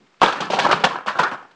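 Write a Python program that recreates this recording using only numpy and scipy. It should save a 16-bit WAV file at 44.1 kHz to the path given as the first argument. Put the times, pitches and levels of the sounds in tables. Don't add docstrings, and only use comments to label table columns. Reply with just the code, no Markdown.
import sys
import numpy as np
from scipy import signal
from scipy.io import wavfile

SR = 44100
rng = np.random.default_rng(int(sys.argv[2]) if len(sys.argv) > 2 else 0)


def inscribe(sig):
    pcm = np.round(np.clip(np.atleast_2d(sig).T, -1, 1) * 32767)
    wavfile.write(sys.argv[1], SR, pcm.astype(np.int16))


def voltage_ratio(level):
    return 10 ** (np.asarray(level, float) / 20)


N = 68355

# start in seconds, level in dB, centre of the wall sound in Hz,
# ticks relative to that level in dB, thud relative to it in dB, hold in seconds,
# dying time t60 in seconds, first contact in dB.
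KNOCKS = [(0.21, -18, 1290, -10.5, -11, .004, 0.098, -16), (0.2162, -0.5, 855, -14, -30, 0.003, 0.04, 6),
          (.228, -2.5, 910, -14, -14, 0.0071, 0.018, 1), (0.237, -4.5, 1400, -9, -15, 0.0021, 0.074, 10),
          (0.261, -11.5, 890, -8.5, -20, 0.0018, 0.089, 6.5),
          (0.277, -13.5, 1210, -10, -28, 0.0059, 0.19, 7), (.284, -10.5, 990, -16, -31, 0.007, 0.034, -14),
          (0.323, -17, 1000, -7.5, -24, 0.0046, 0.078, 4), (0.357, -22, 1400, -14, -21, 0.014, 0.22, 7),
          (0.403, -14.5, 810, -5, -9, 0.0068, 0.054, 4.5), (.420, -16, 1030, -14, -20, 0.0057, 0.3, 8),
          (0.5, -13, 690, -9, -13, 0.0072, 0.07, 6.5), (0.517, -16, 937, -6.5, -15, 0.007, 0.11, 6),
          (0.533, -6.5, 784, -11, -18.5, 0.0023, 0.13, 4.5),
          (0.567, -16, 1110, -21.5, -13.5, 0.014, 0.097, 3.5),
          (0.586, -7, 1300, -8.5, -22.5, .008, 0.088, -3), (0.598, -3, 890, -13, -26, 0.0022, 0.024, 0.5),
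          (0.611, -17, 1000, -8, -9, 0.037, .1, -10), (.647, -0.5, 1050, -19.5, -24, 0.0053, 0.038, -0.5),
          (0.665, -6, 1140, -19, -31, 0.0046, 0.044, 9), (0.687, -10, 1000, -16.5, -33, 0.0027, 0.12, 5),
          (0.7, -6, 860, -26.5, -30.5, 0.0029, 0.11, 1.5), (0.711, -3, 1170, -8.5, -24, 0.0033, 0.037, 3),
          (0.717, -7, 970, -11, -27, 0.011, 0.03, -8), (0.728, -0.5, 1230, -14, -8.5, 0.0022, 0.024, 7),
          (0.796, -21, 910, -12.5, -14.5, 0.0055, 0.2, -11), (.838, -4, 1065, -8, -15, 0.013, 0.046, 5.5),
          (0.863, -11, 925, -20, -16, 0.011, 0.033, 4), (0.89, -23.5, 1010, -25, -11, 0.02, 0.079, -2),
          (.907, -20, 1100, -15, -21, 0.026, .08, 6), (0.944, -17, 1180, -18, -23, .002, 0.036, 1),
          (0.957, -16.5, 1170, -21, -39.5, .002, 0.08, 10.5),
          (.987, -24, 1330, -26, -28, 0.0034, 0.026, 11), (1.008, -32, 1300, -20, -28, 0.003, 0.056, 14),
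          (1.061, -24.5, 830, -4.5, -10, 0.023, 0.053, 9),
          (1.074, -13.5, 1080, -15.5, -23, .015, 0.17, -0.5),
          (1.149, -21.5, 970, -18, -25, 0.058, 0.46, -6), (1.187, -6.5, 1070, -14.5, -22, 0.011, .11, -13),
          (1.230, -10, 1200, -10.5, -19, 0.0072, 0.036, 0),
          (1.247, -11, 1190, -34, -20.5, 0.013, 0.049, 6.5), (1.269, -21.5, 1020, -26, -38, .012, 0.083, 5),
          (1.315, -21.5, 1100, -20, -29, 0.006, 0.079, 5.5),
          (1.329, -22, 1071, -16.5, -30, 0.0058, 0.075, 2.5),
          (1.345, -23.5, 1180, -29, -41, 0.0054, 0.033, 7.5), (1.391, -38, 940, -21, -37, 0.026, .08, 6),
          (1.426, -34, 1100, -18, -37, 0.0043, 0.037, 7), (1.451, -39, 1010, -22, -32, 0.0025, 0.018, 13),
          (1.507, -48, 890, -4.5, -7, 0.0093, 0.033, -8)]
# frequency in Hz, level in dB, t60 in seconds.
WALLS = [(343, -4, 0.037), (409, 2, 0.023), (507, -0.5, 0.018), (594, -2, 0.017), (660, -1.5, 0.013),
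         (765, -3.5, 0.023), (837, -2, 0.019), (960, 0, 0.026), (1090, -2, 0.023), (1158, -1.5, 0.017),
         (1320, 2.5, 0.014), (1400, 2, 0.011), (1500, -2, 0.015), (1627, 0, 0.017), (1758, 0, 0.014),
         (2250, -4.5, 0.011)]
# start in seconds, level in dB, pitch in Hz, t60 in seconds.
HOLLOWS = [(0.218, -19.5, 930, 0.045), (.502, -14, 605, 0.044), (.535, -12, 790, .08),
           (.649, -10.5, 1032, 0.033), (.667, -18, 1160, 0.026), (0.73, -8, 1192, .05),
           (1.192, -8.5, 986, 0.075), (1.23, -11.5, 1127, 0.029), (1.244, -12, 1240, 0.034)]
# start in seconds, level in dB, lower pitch in Hz.
CRACKS = [(0.216, -12.5, 3060), (.243, -19, 3570), (.261, -11.5, 3260), (.325, -20.5, 3100),
          (0.408, -25, 3050), (0.591, -21, 3060), (0.74, -18.5, 3810), (.842, -7, 2980), (1.196, -21, 3320)]
# frequency in Hz, relative level in dB per Hz.
TICK_SPECTRUM = [(1180, -35), (2000, -10), (2260, -0.5), (2960, 1), (4630, -5), (5030, -8.5), (6950, -16),
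                 (9150, -29), (10400, -51), (13500, -76), (22000, -120)]
# delay in seconds, level in dB.
ECHOES = [(.011, -22.5), (.019, -22.5), (.031, -23), (.047, -18.5)]
# centre in seconds, level in dB, length in seconds, pitch in Hz.
SCUFFS = [(0.01, -57, 0.13, 250), (0.07, -58.5, .012, 1500), (0.143, -57, 0.0078, 1600),
          (.203, -51.5, 0.011, 2000), (0.204, -55, 0.015, 300)]
# frequency in Hz, relative level in dB per Hz.
AIR_SPECTRUM = [(18, -61), (30, -19), (87, -14.5), (181, -7), (317, -10.5), (1400, -11.5), (4480, -20.5),
                (4820, -21), (5320, -16.5), (10000, -48.5), (13000, -62), (22000, -120)]

ATTACK_S, SETTLE_DB, SETTLE_T60_S = 0.0017, -13.5, 0.5
THROWS_PER_S, THROW_SPREAD_DB, WALL_DB = 3000, 2, -10
CONTACT_S = 0.0011
FAVOUR_OCT, FAVOUR_DB = 0.76, -4
SCATTER_DB = 1.5
CRACK_T60_S = 0.012
TICKS_PER_S, TICK_SPREAD_DB, TICK_CYCLES, TICK_DB = 6000, -0.5, 37, -7
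TICK_SETTLE_SHARE, BRIGHT_SETTLE_SHARE, BRIGHT_FROM_HZ = 1, 0.57, 3200
THUD_LOW_HZ, THUD_HIGH_HZ, THUD_LAG_S, THUD_SLOWER, THUD_DB = 122, 254, 0.0024, 1.35, -9
AIR_DB = -60.5
SCUFF_SPAN = 1.67
PUFF_S, PUFF_DB, PUFF_LENGTH_S = 0.217, -28.5, 0.0017
MIC_LOW_HZ, MIC_HIGH_HZ = 135, 8330
INPUT_RUMBLE_DB, INPUT_RUMBLE_HZ = -83.5, 60
LOPSIDED, OFFSET, CEILING = 0.099, 0.0002, 0.72


def rms_one(x):
    return x / np.sqrt(np.mean(x ** 2) + 1e-20)


def at_hz(points, hz):
    table_hz, table_db = np.array(points).T
    return np.interp(np.log(hz), np.log(table_hz), table_db)


def ring(clicks, hz, t60):
    radius = voltage_ratio(-60 / (max(t60, 1e-4) * SR))
    angle = 2 * np.pi * hz / SR
    return signal.lfilter([0, np.sin(angle)], [1, -2 * radius * np.cos(angle), radius ** 2], clicks + 1e-18)


def band(x, low_hz, high_hz):
    return signal.sosfilt(signal.butter(2, [low_hz, high_hz], "band", fs=SR, output="sos"), x)


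def grains(size, per_s, spread_db):
    heights = voltage_ratio(spread_db * np.minimum(rng.exponential(1, size), 4)) * rng.choice([-1, 1], size)
    return heights * (rng.random(size) < per_s / SR)


def shape(t, hold, t60, settle=1):
    t, late = np.maximum(t, 0), np.maximum(t - hold, 0)
    dying = voltage_ratio(-60 * late / max(t60, 0.01))
    settling = voltage_ratio(SETTLE_DB - 60 * late / (settle * SETTLE_T60_S))
    return (1 - np.exp(-t / ATTACK_S)) * (dying + settling)


def force(column, lag_s=0, slower=1, settle=1):
    t = np.arange(N) / SR
    power = np.zeros(N)
    for knock in KNOCKS:
        start, level_db, hold, t60 = knock[0], knock[1], knock[5], knock[6]
        envelope = shape(t - start - lag_s, hold, slower * t60, settle)
        power += (voltage_ratio(level_db + knock[column]) * envelope) ** 2
    return np.sqrt(power)


def walls():
    size = SR // 2
    out, t = np.zeros(N + size), np.arange(size) / SR
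    scatter_db = SCATTER_DB * rng.standard_normal((len(KNOCKS), len(WALLS)))
    for (start, level_db, centre_hz, _, _, hold, t60, first_db), own_db in zip(KNOCKS, scatter_db):
        push = rms_one(grains(size, THROWS_PER_S, THROW_SPREAD_DB)) * shape(t, hold, t60)
        push[[0, 25]] += voltage_ratio(first_db) * np.sqrt(CONTACT_S * SR) * np.array([1, -0.7])
        signs = rng.choice([-1, 1], len(WALLS))
        sound, power = np.zeros(size), 0
        for (hz, mode_db, mode_t60), sign, chance_db in zip(WALLS, signs, own_db):
            distance = np.log2(hz / centre_hz) / FAVOUR_OCT
            favour_db = FAVOUR_DB * min(distance ** 2, 3.0)
            gain = voltage_ratio(mode_db + favour_db + chance_db)
            sound += gain * sign * ring(push, hz, mode_t60)
            power += gain ** 2 * mode_t60 * SR / 28
        first = int(start * SR)
        out[first:first + size] += voltage_ratio(level_db + WALL_DB) * sound / np.sqrt(power)
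    return out[:N]


def hollows():
    out = np.zeros(N)
    for start, level_db, hz, t60 in HOLLOWS:
        click = np.zeros(N)
        click[int(start * SR)] = voltage_ratio(level_db)
        out += ring(click, hz, t60)
    return out


def cracks():
    out = np.zeros(N)
    for start, level_db, hz in CRACKS:
        click = np.zeros(N)
        click[int(start * SR)] = voltage_ratio(level_db)
        out += ring(click, hz, CRACK_T60_S) - ring(click, 1.12 * hz, CRACK_T60_S)
    return out


def ticks():
    clicks = grains(N, TICKS_PER_S, TICK_SPREAD_DB)
    pitches = np.geomspace(2100, 10000, 28)
    dealt = rng.integers(0, len(pitches), N)
    dull = force(column=3, settle=TICK_SETTLE_SHARE)
    bright = force(column=3, settle=BRIGHT_SETTLE_SHARE)
    driven = clicks * np.where(pitches[dealt] > BRIGHT_FROM_HZ, bright, dull)
    sound, steady = np.zeros(N), np.zeros(N)
    for k, hz in enumerate(pitches):
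        gain = voltage_ratio(at_hz(TICK_SPECTRUM, hz)) * hz
        sound += gain * ring(driven * (dealt == k), hz, TICK_CYCLES / hz)
        steady += gain * ring(clicks * (dealt == k), hz, TICK_CYCLES / hz)
    return voltage_ratio(TICK_DB) * sound / np.std(steady)


def thuds():
    low = band(rng.standard_normal(N), THUD_LOW_HZ, THUD_HIGH_HZ)
    low = band(low, THUD_LOW_HZ, 2 * THUD_HIGH_HZ)
    return voltage_ratio(THUD_DB) * rms_one(low) * force(column=4, lag_s=THUD_LAG_S, slower=THUD_SLOWER)


def scuffs():
    white, t = rng.standard_normal(N), np.arange(N) / SR
    out = np.zeros(N)
    for centre, level_db, length, hz in SCUFFS:
        bell = np.exp(-((t - centre) / length * 2) ** 2)
        out += voltage_ratio(level_db) * bell * rms_one(band(white, hz / SCUFF_SPAN, hz * SCUFF_SPAN))
    return out


def air():
    white = rng.standard_normal((2, N))
    edges = 30 * 2 ** np.arange(0, 8.6, 0.5)
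    hush = np.zeros(N)
    for k, (low, high) in enumerate(zip(edges, edges[1:])):
        hush += voltage_ratio(at_hz(AIR_SPECTRUM, np.sqrt(low * high))) * band(white[k % 2], low, high)
    return voltage_ratio(AIR_DB) * rms_one(hush)


def scene():
    boxes = walls() + hollows() + cracks() + ticks() + thuds()
    echoes = np.zeros(N)
    for delay, level_db in ECHOES:
        echoes += voltage_ratio(level_db) * np.concatenate([np.zeros(int(delay * SR)), boxes])[:N]
    return (boxes + echoes + air() + scuffs())[None]


def puff():
    return voltage_ratio(PUFF_DB) * np.exp(-((np.arange(N) / SR - PUFF_S) / PUFF_LENGTH_S) ** 2)


def input_rumble():
    rumble = signal.lfilter(*signal.butter(2, INPUT_RUMBLE_HZ, fs=SR), rng.standard_normal(N))
    return voltage_ratio(INPUT_RUMBLE_DB) * rms_one(rumble)


def low_pass(x):
    return signal.sosfilt(signal.butter(12, 10510, fs=SR, output="sos"), x)


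def record(dry):
    mic = signal.butter(4, [MIC_LOW_HZ, MIC_HIGH_HZ], "band", fs=SR, output="sos")
    heard = signal.sosfilt(mic, dry) + puff()
    uneven = LOPSIDED * signal.lfilter([1, -1], [1, -0.998], heard ** 2)
    bent = heard + uneven + input_rumble() + OFFSET
    limited = bent / (1 + np.abs(bent / CEILING) ** 8) ** (1 / 8)
    return low_pass(limited)


dry = scene()
out = record(dry)
inscribe(out)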